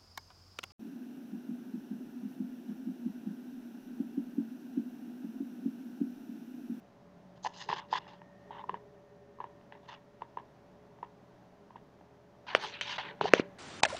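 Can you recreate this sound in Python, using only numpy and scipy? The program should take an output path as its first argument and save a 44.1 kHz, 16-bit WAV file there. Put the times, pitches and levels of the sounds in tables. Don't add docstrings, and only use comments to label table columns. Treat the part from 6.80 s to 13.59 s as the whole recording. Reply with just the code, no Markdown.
import sys
import numpy as np
from scipy import signal
from scipy.fft import rfft, irfft, next_fast_len
from scipy.io import wavfile
from scipy.ndimage import uniform_filter1d, map_coordinates

SR = 44100
rng = np.random.default_rng(int(sys.argv[2]) if len(sys.argv) > 2 else 0)


def gain_from_db(level_db):
    decades = np.asarray(level_db, float) / 20
    return 10 ** decades


def put_to_file(sound):
    columns = np.atleast_2d(sound).T
    safe = np.clip(columns, -1, 1)
    whole_steps = np.round(safe * 32767)
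    wavfile.write(sys.argv[1], SR, whole_steps.astype(np.int16))


N = 299233

# pitch in Hz, width in Hz, steadiness from 0 to 1.
DRONE_TONES = [(183.2, 18, 0.8), (411.5, 24, 0), (578.5, 10, 0.8), (1839, 72, 0.1)]
DRONE_IDLE_DB = [-71.5, -71, -70, -92.5]
# centre in seconds, length in seconds, level in
# dB.
DRONE_SWELLS = [
    [(.48, 0.21, -64), (1.45, 0.47, -68), (4.8, 0.24, -72), (6.55, 0.1, -53)],
    [(1.23, 0.082, -74), (2.3, 0.55, -68), (4.8, 1, -80.5), (5.88, 0.04, -62), (6.62, 0.071, -60)],
    [(2.1, 1, -67), (6.1, 0.24, -62), (6.65, 0.059, -57.5)],
    [(1.6, 0.16, -71), (2.3, 0.78, -82)],
]
# pitch in Hz, width in Hz, level over the air in dB, steadiness 0 to 1.
STEADY_TONES = [(77, 12, -14, 0.6), (123.9, 20, -7, 0.37), (352.6, 18, -21, .3), (647, 34, -16.5, .3),
                (6140, 1700, -29.5, .1)]
# frequency in Hz, level in dB per Hz.
AIR_COLOUR = [(20, -11), (45, -21.5), (100, -18.5), (171, 0), (324, -5.5), (500, -9.5), (700, -6.5),
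              (1020, -11.5), (1240, -16.5), (1780, -20), (2280, -25), (5720, -33.5), (7990, -45),
              (15600, -46.5)]
# centre in seconds, length in seconds, level in dB.
DRAUGHTS = [
    (1.7, 0.11, -72),
    (4.05, 0.05, -84),
    (6.1, 0.13, -68),
    (6.72, .1, -66.5),
]

# start in seconds, pressure at the start in dB,
# pressure at the end in dB, brightness in dB, dryness of the skin in dB.
FINGER_STROKES = [(.555, -74, -64.5, -6, 7), (.627, -73, -56.5, -3, 14.5), (.647, -52.5, -52, -0.8, 6.5),
                  (.678, -58.5, -62, -14.5, 16), (.735, -64, -54, 0.5, 5), (.808, -47, -71.5, -1.9, 5.5),
                  (.886, -45, -43.5, -2, 0), (.944, -51, -43, -3.5, 1), (1.005, -46, -72, -19.5, 5),
                  (1.085, -74, -52.5, -1.5, 3), (1.126, -42, -40, -2, -1), (1.192, -58.5, -61.5, -9, 1),
                  (1.278, -50.5, -74.5, -7, 3), (1.707, -48, -50.5, -17.5, -8), (1.78, -45.5, -52, -20, -9),
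                  (1.822, -60, -67, -21, -6), (3.03, -64, -62, -15.5, 11), (3.075, -63, -44, -5.5, 3.5),
                  (3.1, -52, -53, -6, 0), (3.15, -50.5, -77, -12.5, -10)]
# start in seconds, pressure
# in dB, brightness in dB.
SKIN_SETTLES = [(1.901, -53, -10), (1.947, -49.5, -14), (2.608, -49.5, -20), (2.644, -54.5, -18),
                (2.924, -58.5, -4), (2.955, -63, -12), (3.405, -50.5, -31), (3.426, -61, -13),
                (3.58, -50.5, -21), (4.235, -50, -23), (4.91, -61, -25), (4.96, -61, -5)]
# start in seconds, pressure at the start in dB, pressure at the end in dB,
# brightness in dB, dryness of the skin in dB.
HAND_STROKES = [(5.666, -53, -41, -6.5, 3), (5.696, -45, -46, -4, 0), (5.752, -34, -53, -3, 3.5),
                (5.786, -56, -44.5, -1.5, 5.5), (5.822, -39, -39.5, -5.5, 6), (5.862, -51.5, -63, 5, 3.5),
                (5.926, -64.5, -61, 14.5, -11), (5.956, -61, -72, 12, -16), (6.012, -50, -63.5, 11.5, -0.5),
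                (6.052, -49.5, -44, 2.5, 2), (6.127, -47, -57.5, 7, -0.5), (6.182, -38, -51.5, 0.1, -2),
                (6.227, -48.5, -55, 0.5, -8), (6.316, -60, -69, -3, -21), (6.366, -65, -66, -6, -13),
                (6.41, -43.5, -52.5, 1.5, 0), (6.44, -41, -39.5, -5.5, 6), (6.499, -54, -51.5, -5, 3),
                (6.538, -52, -59, 10, 2), (6.565, -49, -50, 4, 2), (6.6, -43, -64, 2.5, 0),
                (6.622, -63, -74, -2, -16), (6.7, -73.5, -72.5, -4, -26)]
SKIN_LIFTS = [.58, .675, 1.001, 1.187, 1.4, 1.775, 1.862, 3.065, 3.2, 5.86, 6.174, 6.493, 6.785]
# level in dB, dB per dB of brightness, dB per dB of dryness.
STROKE_MIX = [
    [(-3, 0.52, -0.089), (-2, 0.63, 0.18), (-3.5, 1.73, 1.04), (-10, 2.06, 1.8)],
    [(-1.5, 0.58, -0.3), (0.2, 1.24, 0.13), (-9, 1, 1), (-15.5, 1.83, 1.7)],
]
# resonance in Hz, width in Hz, level in dB.
RING_MODES = [(921, 277, 14.5), (726, 160, -33)]
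# resonance in Hz, width in Hz, level in dB.
BODY_MODES = [
    [(1764, 620, -1), (1540, 230, -20)],
    [(1605, 610, 3), (2180, 970, -5)],
]
# resonance in Hz, width in Hz, level in dB.
HISS_MODES = [
    [(2810, 480, 5.5), (3490, 810, 2.5)],
    [(2880, 1400, 7), (4020, 1400, -2.5)],
]
# resonance in Hz, width in Hz, level in dB.
RASP_MODES = [
    [(4110, 1100, 3.7), (5100, 860, 4)],
    [(4460, 1370, 5)],
]
# resonance in Hz, width in Hz, level in dB.
FIZZ_MODES = [
    [(6000, 750, 0.1), (6800, 1400, -3.3)],
    [(6000, 1340, 2)],
]

# time in seconds, peak in dB, ring in Hz, snap in dB.
CREAKS = [(0.648, -26.5, 885, -15), (0.656, -32, 780, -1.5), (0.662, -23.5, 874, -12),
          (0.666, -26.5, 940, -10), (0.67, -29.5, 860, -3), (0.89, -25, 903, -5), (0.898, -31, 820, 1),
          (0.901, -27, 1060, -19), (0.914, -33.5, 980, 3), (0.928, -21, 940, -8), (0.934, -32, 902, -11),
          (1.128, -18.5, 920, -30), (1.136, -23.5, 950, -11), (1.155, -25.5, 1000, -16),
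          (1.707, -35.5, 870, -32), (1.84, -34, 975, -19)]
# time in seconds, peak in dB, ring in Hz, snap in dB.
TICKS = [(1.268, -44.5, 860, -9), (1.417, -44.5, 900, -3), (1.889, -39, 900, -20),
         (1.894, -23, 1010, -10.5), (1.942, -28.5, 950, -10), (2.587, -45, 1040, -16),
         (2.603, -29, 986, -16.5), (2.641, -31.5, 947, -12.5), (2.812, -57, 1030, 0),
         (2.923, -42.5, 860, 3), (2.952, -46.5, 900, -5), (3.42, -28.5, 946, -12.5), (3.572, -27, 969, -15),
         (4.187, -50, 885, -8), (4.229, -29, 943, -15), (4.906, -45, 970, -13), (4.958, -37.5, 940, -22),
         (5.211, -53, 802, -6)]
# resonance in Hz, width in Hz, level in dB.
SNAP_MODES = [(1775, 430, 6.5), (2810, 650, -1.5), (4200, 1300, -17), (5700, 1500, -21)]
# centre in seconds, length in seconds, level in dB.
SQUEAKS = [(.66, 0.009, -76.5), (.9, 0.011, -84), (1.15, .02, -86), (5.762, 0.0092, -70),
           (5.838, 0.015, -68.5), (6.018, 0.0065, -88), (6.12, 0.015, -91), (6.475, 0.013, -86),
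           (5.7503, 0.00025, -50), (6.0113, .0002, -81), (6.57, .025, -100)]
# resonance in Hz, width in Hz, level in dB.
SQUEAK_MODES = [(8600, 2500, 12.5), (12500, 5000, -9)]
# centre in seconds, length in seconds, rumble in dB.
GRIPS = [(.92, 0.039, -52), (1.15, 0.037, -53.5), (1.93, 0.041, -53), (5.77, 0.014, -54.5),
         (5.83, 0.059, -53), (6.29, 0.039, -51.5), (6.413, 0.0036, -31), (6.443, 0.0088, -35),
         (6.47, 0.017, -45.5), (6.56, 0.0095, -51), (6.63, 0.0054, -48), (6.73, 0.081, -79)]
# resonance in Hz, width in Hz, level in dB.
RUMBLE_MODES = [(414, 150, 1), (171, 65, -3), (90, 72, -16)]

# time in seconds, peak in dB, thud in Hz, clack in dB, stiffness of the spot (1 is average).
KNOCKS = [
    (5.7496, -11.5, 604, 5.5, 0.89),
    (5.9261, -45, 600, 5, 0.99),
    (6.0109, -37.5, 600, 19, 1.26),
    (6.1814, -31.5, 770, 3.5, 0.81),
    (6.4105, -24, 437, 7.5, 0.64),
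    (6.5359, -1.5, 480, 0.8, 1.036),
    (6.5962, -10.5, 294, -11, 0.97),
]
# resonance in Hz, width in Hz, level in dB.
CLACK_MODES = [(1554, 1510, 14), (2650, 830, 8), (3300, 220, -9), (4300, 1100, -6.5), (6160, 2200, 8),
               (8800, 9300, -36)]
# time in seconds, ring in Hz, level in dB, direction (-1 or 1).
RAPS = [
    (6.4112, 910, -14.5, -1),
    (6.4558, 743, -17.5, 1),
]
# time in seconds, ring in Hz, level in dB.
RATTLES = [
    (5.7499, 2970, -13),
    (6.539, 2470, -24),
]


def unit(x):
    return x / np.sqrt(np.mean(x ** 2) + 1e-20)


def filtered(x, response):
    m = next_fast_len(len(x) + 8192)
    return irfft(rfft(x, m) * response(np.fft.rfftfreq(m, 1 / SR)), m)[:len(x)]


def modes(table, order=1):
    def response(f):
        total = 0
        for k, (hz, width, db) in enumerate(table):
            damping = 1j * f * width
            total = total + (-1) ** k * gain_from_db(db) * (damping / (hz * hz - f * f + damping)) ** order
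        return total
    return response


def wobble(rate):
    knots = rng.standard_normal(int(N * rate / SR) + 4)
    return map_coordinates(knots, [np.arange(N) * rate / SR])


def swells(table):
    t = np.arange(N) / SR
    return sum(gain_from_db(db) * np.exp(-.5 * ((t - s) / length) ** 2) for s, length, db in table)


def tone(hz, width, steady):
    x = unit(filtered(rng.standard_normal(next_fast_len(N)), modes([(hz, width, 0)], order=2)))
    envelope = np.abs(signal.hilbert(x)).clip(.05)
    return unit(x / envelope ** steady)[:N]


def hum():
    drones = 0
    for idle_db, load, line in zip(DRONE_IDLE_DB, DRONE_SWELLS, DRONE_TONES):
        drones = drones + (gain_from_db(idle_db) + swells(load)) * tone(*line)
    steady = sum(gain_from_db(db) * tone(hz, width, even) for hz, width, db, even in STEADY_TONES)
    f, db = np.transpose(AIR_COLOUR)

    def colour(hz):
        return gain_from_db(np.interp(np.log(hz + 1), np.log(f), db)) * (hz < 15650)

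    air = unit(filtered(rng.standard_normal(N), colour))
    air_level = gain_from_db(-61.5) + swells(DRAUGHTS)
    return drones + air_level * (gain_from_db(0.77 * wobble(3.66)) * air + steady)


def patchy(depth_db):
    z = signal.stft(rng.standard_normal(N), nperseg=256)[2]
    field = uniform_filter1d(rng.standard_normal(z.shape), size=2, axis=0)
    field = uniform_filter1d(field, size=10, axis=1)
    return signal.istft(z * gain_from_db(depth_db * unit(field)), nperseg=256)[1][:N]


def rub(level, body):
    grains = gain_from_db(wobble(180)) * patchy(depth_db=2.5)
    response = modes(body, order=2)
    return filtered(level * grains, response) / np.std(filtered(grains, response))


def chained(rows):
    ends = np.sort([r[0] for r in rows] + SKIN_LIFTS)
    return [(s, ends[ends > s][0] - s, *rest) for s, *rest in rows]


def slides(rows, mix, crackle_db):
    edge_s = .0025
    levels = np.zeros((len(mix) + 1, N + SR))
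    for s, length, start_db, end_db, bright_db, dry_db in rows:
        t = np.arange(-edge_s / 2, length + edge_s / 2, 1 / SR)
        edges = np.clip(np.minimum(t, length - t) / edge_s + .5, 0, 1)
        grip = edges * gain_from_db(start_db + (end_db - start_db) * t / length)
        groups = gain_from_db([0] + [db + k * bright_db + j * dry_db for db, k, j in mix])
        levels[:, round((s + t[0]) * SR):][:, :len(t)] += np.outer(groups, grip)
    return levels[:, :N] * unit(gain_from_db(crackle_db * wobble(350)))


def strokes():
    settle_s, fade_db, dry_db = 0.032, 12, -15
    settles = [(s, settle_s, db, db - fade_db, bright_db, dry_db) for s, db, bright_db in SKIN_SETTLES]
    finger = slides(chained(FINGER_STROKES) + settles, STROKE_MIX[0], crackle_db=2.6)
    hand = slides(chained(HAND_STROKES), STROKE_MIX[1], crackle_db=2)
    out = rub(finger[0] + hand[0], RING_MODES)
    groups = BODY_MODES, HISS_MODES, RASP_MODES, FIZZ_MODES
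    for tip, palm, (light, damped) in zip(finger[1:], hand[1:], groups):
        out += rub(tip, light) + rub(palm, damped)
    return out


def swing(hz, rise_s, t60):
    t = np.arange(SR // 20) / SR - .004
    shape = gain_from_db(-60 * t / t60) / (1 + np.exp(-t / rise_s))
    return np.cos(2 * np.pi * hz * t) * shape / shape.max()


def blow(table, contact_s):
    kick = np.zeros(SR // 20)
    kick[:40] = np.exp(-.5 * ((np.arange(40) / SR - .0003) / contact_s) ** 2)
    ring = filtered(kick, modes(table, order=2))
    return ring / np.abs(ring).max()


def add(track, s, sound):
    part = track[round(s * SR):][:len(sound)]
    part += sound[:len(part)]


def shell_slips(table, thud_db):
    out = np.zeros(N)
    for s, db, ring_hz, snap_db in table:
        chance = rng.standard_normal(len(SNAP_MODES))
        upper = [(hz, width, level + 1.3 * u) for (hz, width, level), u in zip(SNAP_MODES, chance)]
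        creep = swing(ring_hz, rise_s=0.00056, t60=0.028)
        add(out, s - .0033 - 1 / ring_hz, gain_from_db(db - 25.5) * creep)
        add(out, s - .0033, gain_from_db(db) * swing(ring_hz, rise_s=0.00049, t60=0.014))
        add(out, s, gain_from_db(db + snap_db) * blow(upper, contact_s=.00004))
        add(out, s - .003, -gain_from_db(db + thud_db) * swing(424, rise_s=0.0004, t60=0.02))
    return out


def creaks():
    return shell_slips(CREAKS, thud_db=-20.5)


def tiles(x):
    t = np.arange(SR // 4) / SR
    noise = rng.standard_normal(len(t)) * gain_from_db(-60 * t / 0.24)
    tail = filtered(noise, modes([(900, 4300, 3.0), (3000, 1800, 1.0)]))
    late = np.pad(x, (200, 0))
    return signal.fftconvolve(late, tail / np.linalg.norm(tail))[:N]


def squeaks():
    return rub(swells(SQUEAKS), SQUEAK_MODES)


def grips():
    return rub(swells(GRIPS), RUMBLE_MODES)


def ticks():
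    return shell_slips(TICKS, thud_db=-13)


def knocks():
    out = np.zeros(N)
    for s, db, thud_hz, clack_db, stiffness in KNOCKS:
        spot = [(hz * stiffness, width, level) for hz, width, level in CLACK_MODES]
        contact_s = .000038 / stiffness ** 1.8
        add(out, s - .0001, -gain_from_db(db + clack_db) * blow(spot, contact_s))
        back_s = s + .0016
        add(out, back_s - .004, -gain_from_db(db) * swing(thud_hz, rise_s=0.00033, t60=0.0056))
    for s, hz, db, way in RAPS:
        add(out, s - .004, np.sign(way) * gain_from_db(db) * swing(hz, rise_s=0.00022, t60=0.016))
    for s, hz, db in RATTLES:
        add(out, s - .004, gain_from_db(db) * swing(hz, rise_s=0.00012, t60=0.0058))
    return out


def microphone(hz):
    ratio = hz / 7090
    top = 1 / (1 + 1j * ratio / 0.73 - ratio ** 2) ** 3
    return top * (1j * hz / (120 + 1j * hz)) ** 3


def scene():
    hits = creaks() + ticks() + knocks()
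    handling = filtered(strokes() + hits + gain_from_db(-26.5) * tiles(hits), microphone)
    return (hum() + handling + squeaks() + grips())[None]


def top_cut(x):
    return signal.sosfilt(signal.butter(12, 16620, fs=SR, output="sos"), x)


def record(dry):
    clipped = dry / (1 + np.abs(dry) ** 9) ** (1 / 9)
    return top_cut(clipped)


dry = scene()
out = record(dry)
put_to_file(out)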